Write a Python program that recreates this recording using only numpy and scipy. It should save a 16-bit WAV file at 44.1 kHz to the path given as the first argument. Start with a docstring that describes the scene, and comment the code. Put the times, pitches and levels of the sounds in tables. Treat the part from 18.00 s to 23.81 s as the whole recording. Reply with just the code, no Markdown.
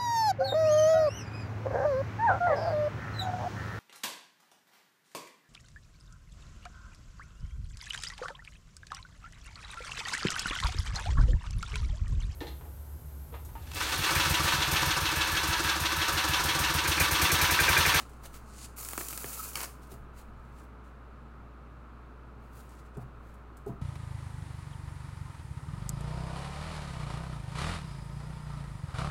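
"""Hands brush over large cards, then the riffled deck is bent into a bridge with a rising slide of card on card.
Let go, the cards cascade with a bright hiss, flutter and sharp snaps, squeal once and slap shut.
The deck is then squared and cut in soft strokes, and its halves are knocked on a cloth-covered table.
Filtered noise makes the sliding, short bursts the snaps, and decaying tones the ringing cards and table.
Throughout, a small curtained room holds mains hum and the soft rush of a fan."""
import sys
import numpy as np
from scipy import signal
from scipy.fft import rfft, irfft, next_fast_len
from scipy.io import wavfile

SR = 44100
rng = np.random.default_rng(int(sys.argv[2]) if len(sys.argv) > 2 else 0)


def dump(signal):
    """Clip the signal to [-1, 1] and save it as 16-bit WAV at the path in sys.argv[1]."""
    limited = np.clip(np.atleast_2d(signal).T, -1, 1)
    pcm = np.round(limited * 32767).astype(np.int16)
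    wavfile.write(sys.argv[1], SR, pcm)


N = 256395
TIME = np.arange(N) / SR  # seconds

# card edges snapping free or landing, levels relative within each column:
# start_s, crack_db, face_slap_db, card_ring_db
SNAPS = [(0.849, -21, -48, -72), (0.8873, -18.5, -34.5, -60), (0.9326, -19.5, -31.5, -47),
         (0.9778, -15, -26, -53), (1.0077, -36, -33.5, -56), (1.0109, -28, -34, -56),
         (1.0852, -15.5, -42, -47), (1.1074, -35, -43, -38), (1.128, -24, -40, -49),
         (1.133, -22.5, -45, -51), (1.1763, -16.5, -38.5, -51), (1.2433, -37, -32, -59),
         (1.373, -33, -40.5, -50), (1.533, -26, -48, -47), (1.5554, -16, -39, -22.5),
         (1.5576, -20, -48, -45), (1.5718, -21, -56, -50), (1.577, -24, -40, -40),
         (1.605, -22, -39.5, -30.5), (1.614, -24, -43, -42), (1.640, -39, -39, -32.5)]
# the bridge falls flat and the halves mesh: middle_s, level_db, half_length_s
COLLAPSE = [(1.571, -43.5, 0.022), (1.622, -40, 0.033)]
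# colour of a cracking card edge: pitch_hz, relative level_db (per Hz)
CRACK = [(500, -33), (1500, -27), (2900, -4), (3700, -3.5), (5000, -2), (8500, 6), (12000, 2), (16000, -2)]


def from_db(db):
    """Decibels to gain."""
    return 10 ** (np.asarray(db) / 20)


def rms_one(x):
    """Scale to an rms (average strength) of 1."""
    return x / np.sqrt(np.mean(x ** 2) + 1e-20)


def swell(s, half):
    """A smooth rise and fall of height 1."""
    return np.exp(-((TIME - s) / half) ** 2)


def held(start_s, end_s, attack_s, release_s):
    """Straight rise, hold, and a release of 20 dB per release time."""
    rise = np.clip((TIME - start_s) / attack_s, 0, 1)
    return rise * from_db(-20 * np.clip((TIME - end_s) / release_s, 0, 10))


def drift(per_s):
    """Slow random wandering of rms 1, with a new target so many times a second."""
    return rms_one(np.interp(TIME * per_s, np.arange(N), rng.standard_normal(N)))


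def colour(x, spectrum):
    """Filter without pre-echo (minimum phase), of unit power gain; it falls steeply past the spectrum's ends."""
    size = next_fast_len(N + 8192, True)
    size += size % 2
    octave = np.log2(np.maximum(np.arange(size // 2 + 1) * SR / size, 1))
    pitch_hz, level_db = np.transpose(spectrum)
    knots = np.log2(pitch_hz)
    outside = np.minimum(np.abs(octave - np.clip(octave, knots[0], knots[-1])), 2)
    # 30 dB per octave past the ends, for at most two octaves
    gain = rms_one(from_db(np.interp(octave, knots, level_db) - 30 * outside))
    # folding the cepstrum forward in time gives the minimum phase
    cepstrum = irfft(np.log(gain))
    cepstrum[1:size // 2] *= 2
    cepstrum[size // 2 + 1:] = 0
    return irfft(rfft(x, size) * np.exp(rfft(cepstrum)))[:N]


def noise(spectrum):
    """Smooth noise of a given colour, rms 1."""
    return rms_one(colour(rng.standard_normal(N), spectrum))


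def die_away(kicks, t60):
    """Every kick starts an exponential decay that drops 60 dB in t60 seconds."""
    return signal.lfilter([1], [1, -from_db(-60 / (t60 * SR))], kicks + 1e-18)


def kicks_at(times, db):
    """Single impulses at given times and levels."""
    return np.bincount(np.round(np.asarray(times) * SR).astype(int), from_db(db), N)[:N]


def bursts(times, db, t60, spike):
    """A sharp first contact, then a brief crackle that dies away."""
    kicks = kicks_at(times, db)
    return spike * kicks + die_away(kicks, t60) * rng.standard_normal(N)


def rattle(per_s, spread_db, t60, smooth):
    """Chance contacts of uneven size, each a short burst, over a share of smooth sliding; rms near 1."""
    born = rng.random(N) < per_s / SR
    sizes = from_db(abs(spread_db) * np.clip(rng.standard_normal(N), -2, 2))
    power = die_away(born * sizes ** 2, t60 / 2)
    share = np.clip(smooth, 0, 1)
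    return rng.standard_normal(N) * np.sqrt(share + (1 - share) * power / power.mean())


def ring(push, modes):
    """Decaying tones side by side; neighbours move in opposite directions at the point struck."""
    out = np.zeros(N)
    for k, (hz, db, t60) in enumerate(modes):
        radius = from_db(-60 / (t60 * SR))
        angle = 2 * np.pi * hz / SR
        resonator = [1, -2 * radius * np.cos(angle), radius * radius]
        tone = signal.lfilter([0, np.sin(angle)], resonator, push + 1e-18)
        out += (-1) ** k * from_db(db) * tone
    return out


def cascade(flick_db, pile_db, pile_half_s):
    """Cards scrape off the bridge (hiss), flick free and flap on to the pile (flutter, strongest as it falls)."""
    # packets of cards that let go together: middle_s, extra_db, half_length_s
    packets = [(1.004, 5, 0.017), (1.29, 3, 0.012), (1.342, 5.5, 0.011), (1.399, 3.5, 0.0074),
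               (1.444, 5.5, 0.01)]
    # the flow thins just before the bridge gives way: middle_s, level_db, half_length_s
    lull_s, lull_db, lull_half_s = (1.526, -7, 0.019)
    # colours of the scrape and of the flaps: pitch_hz, relative level_db (per Hz)
    scrape_spectrum = [(900, -35), (2500, -7), (3400, -14), (4300, -4), (5300, -6), (7000, 1), (8400, -0.5),
                       (9200, 0), (10000, 2), (12100, -1.5), (12800, 3), (16000, 0)]
    flap_spectrum = [(150, -39), (330, -6), (600, -10), (900, -8), (1300, -1.5), (1900, -15), (2500, -10),
                     (3500, -21), (7000, -23)]
    scrape_db, flap_db = -44, -53.5  # before packets and the fall add to them

    running = held(start_s=0.758, end_s=1.635, attack_s=0.027, release_s=0.034)
    surge_db = sum(db * swell(s, half) for s, db, half in packets)
    scrape = colour(rattle(per_s=360, spread_db=4.0, t60=0.022, smooth=0.6), scrape_spectrum)
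    scrape += from_db(flick_db) * flicks(per_s=88, jitter=0.45, spread_db=4.0)
    flaps = colour(rattle(per_s=170, spread_db=3.0, t60=0.0061, smooth=0.39), flap_spectrum)
    falling_db = pile_db * swell(COLLAPSE[-1][0], pile_half_s)
    flow = from_db(scrape_db + surge_db) * scrape + from_db(flap_db + falling_db) * flaps
    lull = from_db(lull_db * swell(lull_s, lull_half_s))
    return running * lull * held_back(dip_db=-4.0, lead_s=0.0036, half=0.0046) * flow


def flicks(per_s, jitter, spread_db):
    """One small flick for each card, at a nearly even pace; rms 1."""
    pace = per_s * np.exp(jitter * drift(80))
    # a card leaves each time the running count reaches a whole number
    leaves = np.diff(np.floor(np.cumsum(pace) / SR), prepend=0)
    kicks = leaves * from_db(spread_db * np.clip(rng.standard_normal(N), -2, 1.5))
    crackle = die_away(kicks, t60=0.023) * rng.standard_normal(N)
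    return rms_one(colour(3 * kicks + crackle, CRACK))


def held_back(dip_db, lead_s, half):
    """A card that catches holds up the flow just before it snaps free; gain over time."""
    s, crack = np.transpose(SNAPS)[:2]
    sizes = from_db(crack - crack.max())  # the strongest crack gives the full dip
    return from_db(dip_db * sum(size * swell(at - lead_s, half) for at, size in zip(s, sizes)))


def snaps(crack_db, slap_db, ring_db, rebound_s, rebound_db, tick_db):
    """An edge cracks and chatters twice in about two milliseconds; the card's face slaps the pile and rings."""
    # light ticks of card corners and nails: start_s, relative level_db
    ticks = [(0.0942, -54), (1.8716, -57), (4.692, -54.5), (4.7234, -65), (4.7671, -64), (4.7925, -61),
             (4.9705, -53.5), (5.3403, -58.5), (5.57, -50.5), (5.663, -57)]
    # colour of the face's slap: pitch_hz, relative level_db (per Hz)
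    slap_spectrum = [(120, -5), (330, 12.5), (700, 2.5), (1300, 6), (2600, 1.5), (4000, -11.5), (9000, -25)]
    # a stiff card's brief ring: pitch_hz, relative level_db, t60_s (time to drop 60 dB)
    card_modes = [(1262, -15.5, 0.14), (2260, -7.5, 0.03), (2990, 0, 0.0086), (4480, -6, 0.018),
                  (5500, 1, 0.0038)]

    s, crack, slap, stiff = np.transpose(SNAPS)
    gaps = rebound_s * rng.uniform(.6, 1.4, (len(s), 3))
    contacts = np.cumsum(gaps, axis=1) - gaps[:, :1]  # the first contact comes at once
    edge = np.zeros(N)
    for k, late in enumerate(contacts.T):
        edge += bursts(s + late, crack + crack_db + k * rebound_db, t60=0.0065, spike=3.9)
    tick_s, tick = np.transpose(ticks)
    edge += bursts(tick_s, tick + tick_db, t60=0.051, spike=1.3)
    face = bursts(s + rebound_s, slap + slap_db, t60=0.015, spike=4.5)
    card_ring = ring(kicks_at(s + rebound_s, stiff + ring_db), card_modes)
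    return colour(edge, CRACK) + colour(face, slap_spectrum) + card_ring


def collapse():
    """The last cards clatter together in a dense, fuller rush."""
    # colour of the meshing cards: pitch_hz, relative level_db (per Hz)
    mesh_spectrum = [(300, -6), (700, 4), (1300, 7), (2500, 2.5), (3600, -8), (4500, 1.5), (8000, 3),
                     (15000, -1.5)]
    level = sum(from_db(db) * swell(s, half) for s, db, half in COLLAPSE)
    clatter = rattle(per_s=600, spread_db=6, t60=.008, smooth=.25)
    return level * colour(clatter, mesh_spectrum)


def squeal(fall_hz_per_s, waver_hz):
    """Two cards stick and slip against each other: an unsteady tone that sags as the card slows."""
    # the squeal at its middle: pitch_hz, level_db (rms)
    hz, db = (1290, -39.5)
    middle_s, half_s = 1.4, .009
    pitch = hz - fall_hz_per_s * (TIME - middle_s) + waver_hz * drift(600)
    tone = np.sqrt(2) * np.sin(2 * np.pi * np.cumsum(pitch) / SR)
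    return from_db(db) * tone * swell(middle_s, half_s)


def bend():
    """The interleaved cards slide ever faster as the bridge is bent, then stop: a thin, rising hiss."""
    # the bending slide: fastest_s, relative friction_db, rise_s, fall_s, relative top_db (above 10 kHz)
    bend_rows = [(.655, -49.5, 0.19, 0.018, -4)]
    # colour of its hiss: pitch_hz, relative level_db (per Hz)
    hiss_spectrum = [(1200, -15), (2600, -4), (3400, -9), (4300, -1.5), (5300, -5), (7000, 0), (9500, -1),
                     (12000, -7), (16000, -9)]
    return strokes(bend_rows, hiss_spectrum, smooth=0.6, level_db=2.0, bright_db=0.0)


def square_and_cut():
    """Hands and cards rub in separate soft strokes as the deck is handled, squared and cut."""
    # strokes: fastest_s, relative friction_db, rise_s, fall_s, relative top_db (above 10 kHz)
    stroke_rows = [ (.004, -52, 0.038, .065, -9), (.12, -67.5, 0.15, 0.24, -6),
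                   (.262, -49.5, 0.043, 0.021, -2), (.356, -53, 0.047, 0.047, -2.5),
                   (1.832, -61.5, 0.028, 0.083, -5), (1.92, -55.5, 0.032, 0.051, 1),
                   (2.19, -55.5, 0.046, 0.044, -3), (2.47, -77, 0.29, .2, -6), (2.592, -65, .09, 0.077, -6),
                   (2.647, -73, .04, 0.02, 3), (2.853, -71.5, 0.028, 0.084, -6), (4.45, -74, .07, .12, -3),
                   (4.595, -63.5, 0.12, 0.096, 0), (4.73, -66, 0.14, 0.087, -7),
                   (4.79, -64.5, .05, 0.042, -10), (4.86, -71, .03, .05, -6), (4.952, -67, 0.023, .02, -18),
                   (5.022, -68, 0.046, .025, -1), (5.29, -73, 0.15, .14, -3),
                   (5.682, -65, 0.022, 0.046, -1), ]
    # colour of the rubbing: pitch_hz, relative level_db (per Hz)
    rub_spectrum = [(400, 4.5), (1500, -1), (2700, -2.5), (3400, -6.5), (4300, -2), (5300, -6),
                    (7000, -2.5), (9500, -3), (12000, -5.5), (16000, -5)]
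    return strokes(stroke_rows, rub_spectrum, smooth=0.51, level_db=2.0, bright_db=1.5)


def strokes(rows, spectrum, smooth, level_db, bright_db):
    """Card slides on card and skin with a fine grain; each stroke swells, fades and has its own brightness."""
    rub = colour(rattle(per_s=750, spread_db=11, t60=0.059, smooth=smooth), spectrum)
    high_pass = signal.butter(3, 10000, "high", fs=SR, output="sos")
    top = signal.sosfiltfilt(high_pass, rub)
    body_power, top_power = np.zeros((2, N))
    for s, db, rise_s, fall_s, top_db in rows:
        gain = from_db(db + level_db) * slide(s, rise_s, fall_s)
        body_power += gain ** 2
        top_power += (gain * from_db(top_db + bright_db)) ** 2
    return np.sqrt(body_power) * (rub - top) + np.sqrt(top_power) * top


def slide(s, rise_s, fall_s):
    """Gain of a stroke that speeds up to its peak and slows again, by 20 dB in each of the two times."""
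    away = np.clip(np.maximum((s - TIME) / rise_s, (TIME - s) / fall_s), 0, 5)
    roundness = 1.3  # 1 = a pointed peak, 2 = a bell
    return from_db(-20 * away ** roundness)


def knocks(level_db, thud_db):
    """Soft pushes ring the table: long contacts are dull, a hand's weight behind them stirs the deep modes."""
    # deck on the table: start_s, relative level_db, contact_s, weight_db (extra on the deep modes)
    hits = [(.980, -41, 0.0014, -7), (1.008, -49, 0.00097, -12), (1.243, -41.5, 0.0013, -4),
            (1.918, -42, .0012, 1.5), (1.931, -40.5, .0021, -2), (4.968, -36.5, 0.0016, 8.5),
            (5.024, -43, .0027, 9.5), (5.1, -47, 0.0048, -4), (5.663, -37, 0.0011, -23),
            (5.668, -30, 0.0011, -4.5), (5.692, -40.5, 0.0029, 11.5)]
    # table under its cloth, five deep modes first: pitch_hz, relative level_db, t60_s (time to drop 60 dB)
    table_modes = [(126.8, -7, 0.18), (154, -9, 0.11), (212.4, -8.5, 0.072), (234.6, -13.5, 0.15),
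                   (286, -17.5, 0.1), (406.5, 0, 0.099), (560, -23, .1), (682.4, -10.5, 0.17),
                   (820, -22, 0.081)]
    # colour of the settling cards' thud: pitch_hz, relative level_db (per Hz)
    thud_spectrum = [(90, -4.5), (180, 10.5), (450, -12.5), (900, -8.5)]
    # the deck settles after each knock: later, quieter and with a longer contact
    settle_s, settle_db, settle_softer = .0233, -8.5, 1.35

    settling = [(s + settle_s, db + settle_db, contact * settle_softer, weight_db)
                for s, db, contact, weight_db in hits]
    pushes = hits + settling
    light, heavy = np.zeros((2, N))
    for s, db, contact, weight_db in pushes:
        pulse = np.sin(np.pi * np.clip((TIME - s) / contact, 0, 1)) ** 2
        light += from_db(db) * pulse / pulse.sum()
        heavy += from_db(db + weight_db) * pulse / pulse.sum()
    s, db, contact, weight_db = np.transpose(pushes)
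    # the loose cards settle with a short thud
    thud = colour(bursts(s, db + weight_db + thud_db, t60=0.1, spike=1), thud_spectrum)
    table_ring = ring(heavy, table_modes[:5]) + ring(light, table_modes[5:])
    return from_db(level_db) * table_ring + thud


def room(x, t60, wet_db):
    """Direct sound and a short diffuse tail that begins with the nearest surfaces, 4 ms later."""
    t = np.arange(SR // 2) / SR
    tail = rng.standard_normal(len(t)) * from_db(-60 * t / t60) * (t > .004)
    return x + from_db(wet_db) * signal.fftconvolve(x, tail / np.linalg.norm(tail))[:N]


def mains_hum():
    """Steady low tones whose phase wavers a little."""
    # hum tones: pitch_hz, level_db (rms)
    hum_tones = [(60, -50), (112.5, -72), (215, -79.5), (431, -70)]
    hum = np.zeros(N)
    for hz, db in hum_tones:
        waver = 0.0015 * hz * drift(4.1)  # radians
        hum += from_db(db) * np.sqrt(2) * np.sin(2 * np.pi * (hz * TIME + rng.random()) + waver)
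    return hum


def fan():
    """Moving air heard as a low rush plus a fainter hiss, both steady coloured noise."""
    # colours of the rush and of the hiss: pitch_hz, relative level_db (per Hz)
    rush_spectrum = [(47, -31.5), (80, -13), (85, -14), (119, -1), (182, -12), (215, -6.5), (329, -13),
                     (438, -15), (478, -17), (563, -16.5), (664, -18), (1100, -16.5), (1430, -46),
                     (2420, -120)]
    hiss_spectrum = [(900, -16), (1100, -5), (1260, 2), (1480, -4), (1900, -14), (2600, -16.5), (3250, -24),
                     (4100, -25), (5300, -32.5), (7000, -34), (11000, -38.5), (16000, -42)]
    rush_db, hiss_db = -54, -59.5  # rms
    return from_db(rush_db) * noise(rush_spectrum) + from_db(hiss_db) * noise(hiss_spectrum)


def table_rumble():
    """Resting arms make the table rumble faintly, and more so while the hands lean on it."""
    # hands lean on the table: start_s, end_s, level_db (rms, added to the resting rumble's gain)
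    leans = [(0.047, .6, -59), (1.945, 2.65, -57.5), (5.0, 5.3, -61), (5.68, 5.81, -58)]
    resting_db, ramp_s = -65, 0.054  # rms under resting arms; time to put weight on or take it off
    weight = from_db(resting_db)
    for start_s, end_s, db in leans:
        weight = weight + from_db(db) * held(start_s, end_s, ramp_s, ramp_s)
    # pitch_hz, relative level_db (per Hz)
    return weight * noise([(15, 4.5), (27, -6.0), (38, -10), (90, -17.5)])


def scene():
    """Cards and table in the room, over the hum, fan and rumble."""
    cards = cascade(flick_db=-11, pile_db=11, pile_half_s=0.049)
    cards += snaps(crack_db=-14.5, slap_db=-1.5, ring_db=-3.5, rebound_s=.0008, rebound_db=-3, tick_db=-5.5)
    cards += collapse()
    cards += squeal(fall_hz_per_s=4000, waver_hz=49.4)
    cards += bend()
    cards += square_and_cut()
    table = knocks(level_db=0.5, thud_db=-11)
    background = mains_hum() + fan() + table_rumble()
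    return (room(cards, t60=0.35, wet_db=-9) + room(table, t60=0.28, wet_db=-7.5) + background)[None]


def record(dry):
    """The top is cut steeply above 15.9 kHz."""
    low_pass = signal.ellip(12, .2, 80, 15900, fs=SR, output="sos")  # order, ripple dB, stop dB, Hz
    return signal.sosfilt(low_pass, dry)


dry = scene()
out = record(dry)
dump(out)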